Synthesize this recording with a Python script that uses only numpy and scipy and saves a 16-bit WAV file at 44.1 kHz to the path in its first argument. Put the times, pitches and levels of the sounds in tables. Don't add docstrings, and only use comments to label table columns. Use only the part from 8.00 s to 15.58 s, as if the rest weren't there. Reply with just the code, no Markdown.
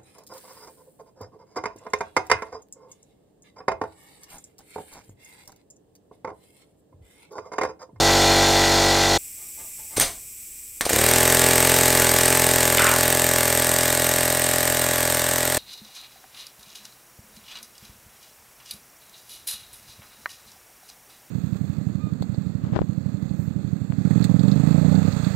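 import sys
import numpy as np
from scipy import signal
from scipy.fft import rfft, irfft, next_fast_len
from scipy.io import wavfile

SR = 44100
rng = np.random.default_rng(int(sys.argv[2]) if len(sys.argv) > 2 else 0)


def transcribe(u):
    v = np.clip(np.atleast_2d(u).T, -1, 1)
    q = np.round(v * 32767).astype(np.int16)
    wavfile.write(sys.argv[1], SR, q)


N = 334278
T = np.arange(N) / SR


# (t/s, speed/(turns/s))
FULL_SPEED = [(3.59, 42.911), (3.67, 43.707), (4.08, 42.111), (4.36, 43.262), (4.8, 41.955), (5.15, 42.967),
              (5.55, 41.779), (5.65, 42.607), (6.69, 42.705), (7.14, 42.322), (7.58, 42.837)]
CATCH_S, SHORTFALL, SPIN_UP_S = 2.8985, .3857, .0774
FULL_UNTIL_S, DRAIN_S = 3.7, 2.6
BEAT_DB, BEAT_FALL_DB_PER_S, BEAT_GROWTH = -22.5, 1.27, 1
AIR_DB, AIR_FALL_DB_PER_S, AIR_GROWTH = -20.5, 1.23, .95
INLET_DB, INLET_LEAD, INLET_LENGTH = 6.0, 0.082, 0.056
CHOKE_DB, CHOKE_LENGTH = -3.5, 0.02
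SPILL_DB, SPILL_LENGTH = 3.5, 0.087
STROKES = [(-.017, -0.28), (0.228, 0.9), (.58, -.25)]
# (multiple of the shaft speed, level/dB)
FULL_HARMONICS = [(1, -16), (2, 0.5), (3, 1.5), (4, -4.5), (5, -16), (6, -0.5), (7, -6.5), (8, -35),
                  (9, 2.5), (10, -1.5), (11, 1.5), (12, -15), (13, 0.5), (14, 2.5), (15, 1), (16, -5.5),
                  (17, -16), (18, -3), (19, -11), (20, 1.5), (21, -6.5), (22, -29), (23, -12), (24, -53)]
LOWER_HARMONICS = [(1, -32), (2, -6.5), (3, -4.5), (4, -12), (5, -38), (6, -8), (7, -10), (8, -15),
                   (9, -10.5), (10, -8), (11, -9), (12, -7.5), (13, -4), (14, 1), (15, -4.5), (16, -7.5),
                   (17, -13.5), (18, -7), (19, -23), (20, -6.5), (21, -26), (22, -41), (23, -20), (24, -51)]
# (f/Hz, level/dB)
NEAR_AIR = [(530, -16.5), (900, -3.5), (1230, -8.5), (1390, -3), (1720, -3.5), (2600, -6), (3550, -7.5),
            (4740, -7), (6890, -7), (8550, 1), (10200, -12.5), (13500, -6.5), (16000, -21)]
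# (f/Hz, level/dB)
RUSH_AIR = [(100, -56), (400, 8), (900, 0), (1500, -3), (2300, 4.5), (3500, -5), (6000, -2.5), (12000, -8)]
# (f/Hz, level/dB)
CRACK_AIR = [(300, -8), (900, -38), (1800, -34), (2800, -7), (5000, -8), (8400, 7.5), (10300, -6),
             (13500, 5), (16000, -13)]
# (f/Hz, t60/s, level/dB)
CASE_MODES = [(1266, 0.013, -13), (1770, 0.027, -9.5), (1940, 0.0095, -5.5), (2156, 0.014, -10.5),
              (2770, 0.004, -4), (3650, 0.0052, -5)]

# (t/s, crack level/dB, rise/s, crankcase blow level/dB)
KNOCKS = [(1.9988, -7.5, 0.00077, -14), (2.8096, -19, 0.00091, -10.5)]
# (t/s, level/dB, f/Hz, Gaussian width/s)
POPS = [(1.982, -13, 425, 0.0016), (1.987, -31, 106, 0.017), (2.108, -36, 247, 0.0015),
        (2.188, -50, 45, .03), (2.866, -9.5, 540, 0.00093), (2.908, -9.5, 545, 0.00093)]
# (peak t/s, level/dB, rise/s, decay/s)
GUSTS = [(1.971, -21, 0.005, 0.023), (2.012, -16, 0.006, 0.033), (2.811, -19, 0.0012, 0.0055),
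         (2.854, -22, 0.0023, 0.014)]
TRAIL_SHARE, TRAIL_S = 0.32, .05
# (f/Hz, level/dB)
GUST_AIR = [(60, 7), (200, -5), (650, -0.5), (1300, -1.5), (2400, -4.5), (4200, -0.5), (6400, -4),
            (7500, -1.5), (9000, 0.5), (10300, -7.5), (13500, -7), (16000, -15)]
# (f/Hz, width/Hz, boost/dB)
PORT_PEAKS = [(710, 140, 5), (2170, 260, 7), (6150, 390, 8), (8840, 460, 7)]

FAR_HZ, FAR_FIRST_S, FAR_END_S = 47.83, .0286, 1.179
FAR_DRONE_DB, FAR_HISS_DB, FAR_FALL_DB_PER_S = -18.5, -19.2, 1.85
FAR_STROKES = [(-.27, 0.89), (-.04, -0.58), (0.199, 1), (0.367, -0.53), (0.549, 0.058)]
# (multiple of the shaft speed, level/dB)
FAR_HARMONICS = [(1, -2.5), (2, -1.5), (3, -3.5), (4, -25.5), (5, -3.5), (6, -10), (7, 2.5), (8, -6.5),
                 (9, 0), (10, -5), (11, -3.5), (12, -1), (13, -25), (14, 1), (15, -3.5), (16, 0.5), (17, 1),
                 (18, -6), (19, -5), (20, -9.5), (21, -5), (22, -19.5), (23, -33), (24, -23.5), (25, -17),
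                 (26, -12.5), (27, -23.5), (28, -5), (29, -16), (30, -17), (31, -8), (32, -22)]
# (f/Hz, level/dB)
FAR_AIR = [(300, -13), (800, -2), (1200, -6), (2000, -7.5), (3000, -8.5), (4200, -1.5), (6800, -6),
           (8500, -11.5), (10500, -20), (12500, -17), (16000, -26)]
# (f/Hz, level/dB)
FAR_KNOCK = [(1200, -37), (1550, -4), (1950, -3.5), (2300, -5), (2800, -6), (4200, -9), (7000, -10),
             (12000, -29)]
# (f/Hz, width/Hz, boost/dB)
FAR_PEAKS = [(1961, 19, 9.5), (2300, 28, 5), (3540, 170, 7.5), (4270, 120, 7), (5605, 68, 3),
             (6890, 260, 4), (9150, 130, 8)]

# (t/s, envelope level/dB, centre f/Hz)
CLATTER = [(4.7819, -9, 2350), (4.7935, -9.5, 1494), (4.7948, -15, 2100), (4.807, -12, 1400),
           (4.853, -14, 1090), (4.879, -13, 1820)]
# (start t/s, end t/s, level/dB)
SCRAPE = (4.79, 4.95, -27.5)
# (f/Hz, level/dB)
SCRAPE_SPECTRUM = [(400, -30), (800, -5), (1400, 1), (2200, -2), (3200, -12), (6000, -35)]

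LEAK_DB, LEAK_AFTER_DB = -38.4, -40
# (f/Hz, level/dB)
LEAK_AIR = [(760, -59), (1300, -34), (1880, -21.5), (2390, -9), (2980, -19), (4350, -22), (5660, -9.5),
            (6690, -13), (7050, -5.5), (7920, 3), (9660, -11.5), (11000, -4), (12800, -7.5), (15200, -6),
            (16000, -20)]
# (t/s, level/dB, standard deviation/s)
RUBS = [(1.416, -59.5, 0.031), (1.602, -49.5, 0.016), (1.795, -51.5, 0.0087), (1.94, -48.5, 0.022)]
# (f/Hz, level/dB)
RUB_SPECTRUM = [(150, -5), (450, -8), (860, -10), (1600, -12), (5000, -16), (12000, -28)]
# (f/Hz, width/Hz, boost/dB)
RUB_PEAKS = [(640, 70, 8), (880, 110, 14), (1210, 73, 12), (2080, 90, 14)]
# (f/Hz, level/dB)
FLOOR_SPECTRUM = [(20, 0.5), (70, 3.5), (150, -7), (350, -8.5), (700, -19), (1500, -20.5), (4000, -33.5)]
# (delay/s, signed gain)
REFLECTIONS = [(.0009, 0.029), (.0023, -0.2), (.0037, 0.1), (.0058, 0.077), (.0081, -0.14), (0.0113, .2)]
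# (f/Hz, t60/s)
ROOM_T60 = [(100, 0.38), (600, 0.47), (2500, 0.21), (8000, 0.066), (16000, 0.024)]


def near_run(air_db=-1, rush_db=-6, wet_db=-10):
    spin, turns = shaft()
    draining = np.maximum(T - FULL_UNTIL_S, 0)
    pressure = np.clip(1 - draining / DRAIN_S, 0, 1)
    force = amp(AIR_DB - AIR_FALL_DB_PER_S * draining) * spin ** AIR_GROWTH * between(2.888, np.inf)
    air = reflected(amp(air_db) * noise(NEAR_AIR) + amp(rush_db) * pressure * noise(RUSH_AIR))
    air = air * force * amp(flow(turns) + 1.0 * waver(250))
    knock = valve(turns, force)
    beat_gain = amp(BEAT_DB - BEAT_FALL_DB_PER_S * draining) * spin ** BEAT_GROWTH
    beat = exhaust(turns, pressure) * beat_gain
    return air + knock + beat + amp(wet_db) * room(knock)


def shaft():
    spin = 1 - SHORTFALL * np.exp(-np.maximum(T - CATCH_S, 0) / SPIN_UP_S)
    turns = np.cumsum(curve(FULL_SPEED) * spin) / SR
    return spin, turns - np.interp(CATCH_S, T, turns)


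def exhaust(turns, pressure, rough=0.067):
    full = orders(turns, FULL_HARMONICS, STROKES)
    lower = orders(turns, LOWER_HARMONICS, STROKES)
    beat = pressure * full + (1 - pressure) * lower
    return beat * (1 + rough * waver(110)) * between(2.915, np.inf)


def valve(turns, force, crack_db=11.0, rise=0.00052, uneven_db=0.25, ring_db=9, return_at=.49, return_db=-10):
    strength = force * amp(uneven_db * waver(43))
    blows = strength * clicks(turns)
    returns = strength * clicks(turns - return_at) * amp(return_db)
    envelope = puff(np.arange(SR // 25) / SR, rise)
    crack = signal.oaconvolve(blows, envelope)[:N] * jet()
    return amp(crack_db) * crack + amp(ring_db) * crankcase(blows + returns)


def crankcase(blows):
    t = np.arange(SR // 25) / SR
    ring = 0
    for hz, t60, db in CASE_MODES:
        decay = np.exp(-np.log(1000) * t / t60)
        ring = ring + amp(db) * decay * np.sin(2 * np.pi * hz * t)
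    return signal.oaconvolve(blows, ring)[:N]


def jet():
    return unit(np.tanh(noise(CRACK_AIR)))


def flow(turns, base_db=-1.5):
    from_knock = (turns + .5) % 1 - .5
    inlet = INLET_DB * bell(from_knock + INLET_LEAD, INLET_LENGTH)
    choke = CHOKE_DB * bell(from_knock, CHOKE_LENGTH)
    spill = SPILL_DB * puff(turns % 1, SPILL_LENGTH)
    return base_db + inlet + choke + spill


def single_strokes(wet_db=-11, pop_wet_db=-20):
    air = reflected(colour(rng.standard_normal(N), GUST_AIR, PORT_PEAKS))
    air = air * sum(gust(*row) for row in GUSTS)
    blows, cracks, pops = np.zeros((3, N))
    for s, db, rise, ring_db in KNOCKS:
        blows += amp(ring_db) * signal.unit_impulse(N, round(s * SR))
        cracks += amp(db) * puff(T - s, rise)
    for s, db, hz, length in POPS:
        pops += amp(db) * bell(T - s, length) * np.cos(2 * np.pi * hz * (T - s))
    knocks = crankcase(blows) + jet() * cracks
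    return air + knocks + pops + room(amp(wet_db) * knocks + amp(pop_wet_db) * pops)


def gust(s, db, rise, decay):
    after = np.maximum(T - s, 0)
    fall = (1 - TRAIL_SHARE) * np.exp(-after / decay) + TRAIL_SHARE * np.exp(-after / TRAIL_S)
    return amp(db) * bell(np.minimum(T - s, 0), rise) * fall


def far_run(rough=0.074, air_db=-0.43, knock_db=-5, throb_db=1.2):
    turns = FAR_HZ * (T - FAR_FIRST_S) + .004 * waver(12)
    drone = orders(turns, FAR_HARMONICS, FAR_STROKES) * (1 + rough * waver(68.8))
    echoed = room(clicks(turns) * amp(1.4 * waver(48.6)))
    knocks = unit(colour(echoed, FAR_KNOCK, FAR_PEAKS))
    air = reflected(colour(rng.standard_normal(N), FAR_AIR, FAR_PEAKS))
    air = air * amp(air_db + throb_db * np.cos(2 * np.pi * turns))
    sound = amp(FAR_DRONE_DB) * drone + amp(FAR_HISS_DB) * (air + amp(knock_db) * knocks)
    return sound * amp(-FAR_FALL_DB_PER_S * T) * between(-1, FAR_END_S)


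def clatter(rise=0.00097, spread=1.4, ring_db=-8, scuff_db=-3, wet_db=-5):
    start, end, scrape_db = SCRAPE
    out = amp(scrape_db) * noise(SCRAPE_SPECTRUM) * between(start, end, fade=0.017)
    for s, db, hz in CLATTER:
        band = signal.butter(2, [hz / spread, hz * spread], "bandpass", fs=SR, output="sos")
        scuff = unit(signal.sosfilt(band, rng.standard_normal(N)))
        ring = np.sin(2 * np.pi * hz * (T - s))
        out += amp(db) * puff(T - s, rise) * (amp(scuff_db) * scuff + amp(ring_db) * ring)
    return out + amp(wet_db) * room(out)


def standing(floor_db=-58, wet_db=-7):
    leak_db = np.where(T < KNOCKS[0][0], LEAK_DB, LEAK_AFTER_DB)
    leak = noise(LEAK_AIR) * amp(leak_db + 0.38 * waver(41.2)) * between(FAR_END_S, 2.83)
    pressing = sum(amp(db) * np.exp(-((T - s) / length) ** 2 / 2) for s, db, length in RUBS)
    rubs = pressing * colour(rng.standard_normal(N), RUB_SPECTRUM, RUB_PEAKS)
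    return leak + rubs + amp(wet_db) * room(rubs) + amp(floor_db) * noise(FLOOR_SPECTRUM)


def reflected(x):
    echoes = sum(gain * np.interp(T - delay, T, x, left=0) for delay, gain in REFLECTIONS)
    return (x + echoes) / np.sqrt(1 + sum(gain ** 2 for delay, gain in REFLECTIONS))


def room(x):
    taps = rng.standard_normal(SR // 2) * (np.arange(SR // 2) > SR // 250)
    hz, t, bands = signal.stft(taps, SR, nperseg=256)
    decay = np.exp(-np.log(1000) * t / read(ROOM_T60, hz)[:, None])
    tail = signal.istft(bands * decay, SR, nperseg=256)[1]
    return signal.oaconvolve(x, tail / np.linalg.norm(tail))[:N]


def orders(turns, table, strokes):
    grid = np.linspace(0, 1, 1024)
    wave = 0
    for k, db in table:
        pulses = sum(1j * size * np.exp(-2j * np.pi * k * at) for at, size in strokes)
        wave = wave + amp(db) * np.cos(2 * np.pi * k * grid + np.angle(pulses))
    return np.interp(turns % 1, grid, unit(wave))


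def clicks(turns):
    return np.diff(np.floor(turns), prepend=np.floor(turns[0]))


def colour(x, points, peaks=()):
    size = next_fast_len(N + SR // 10)
    hz = np.fft.rfftfreq(size, 1 / SR)
    db = read(points, hz)
    for f, width, boost in peaks:
        db = db + boost / (1 + (2 * (hz - f) / width) ** 2)
    return irfft(rfft(x, size) * unit(amp(db)), size)[:N]


def noise(points):
    return colour(rng.standard_normal(N), points)


def waver(rate):
    values = rng.standard_normal(N // 20)
    return unit(np.interp(T * rate, np.arange(N // 20), values))


def puff(t, rise):
    u = np.maximum(t / rise, 0)
    return u * np.exp(1 - u)


def bell(x, width):
    return np.exp(-(x / width) ** 2)


def between(start, end, fade=0.0055):
    return np.clip((T - start) / fade, 0, 1) * np.clip((end - T) / fade, 0, 1)


def curve(rows):
    return np.interp(T, *np.transpose(rows))


def read(points, hz):
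    f, value = np.transpose(points)
    return np.interp(np.log(hz + 1), np.log(f), value)


def amp(db):
    return 10 ** (np.asarray(db) / 20)


def unit(x):
    return x / np.sqrt(np.mean(x ** 2) + 1e-20)


def scene():
    mono = near_run() + single_strokes() + far_run() + clatter() + standing()
    return np.array([mono, mono])


def record(dry):
    sound = signal.sosfilt(signal.butter(1, 12, "highpass", fs=SR, output="sos"), dry)
    sound = sound / (1 + (sound / .9) ** 6) ** (1 / 6)
    lowpass = signal.firwin(511, 15900, window=("kaiser", 9), fs=SR)
    return signal.oaconvolve(sound, lowpass[None], "same")


dry = scene()
out = record(dry)
transcribe(out)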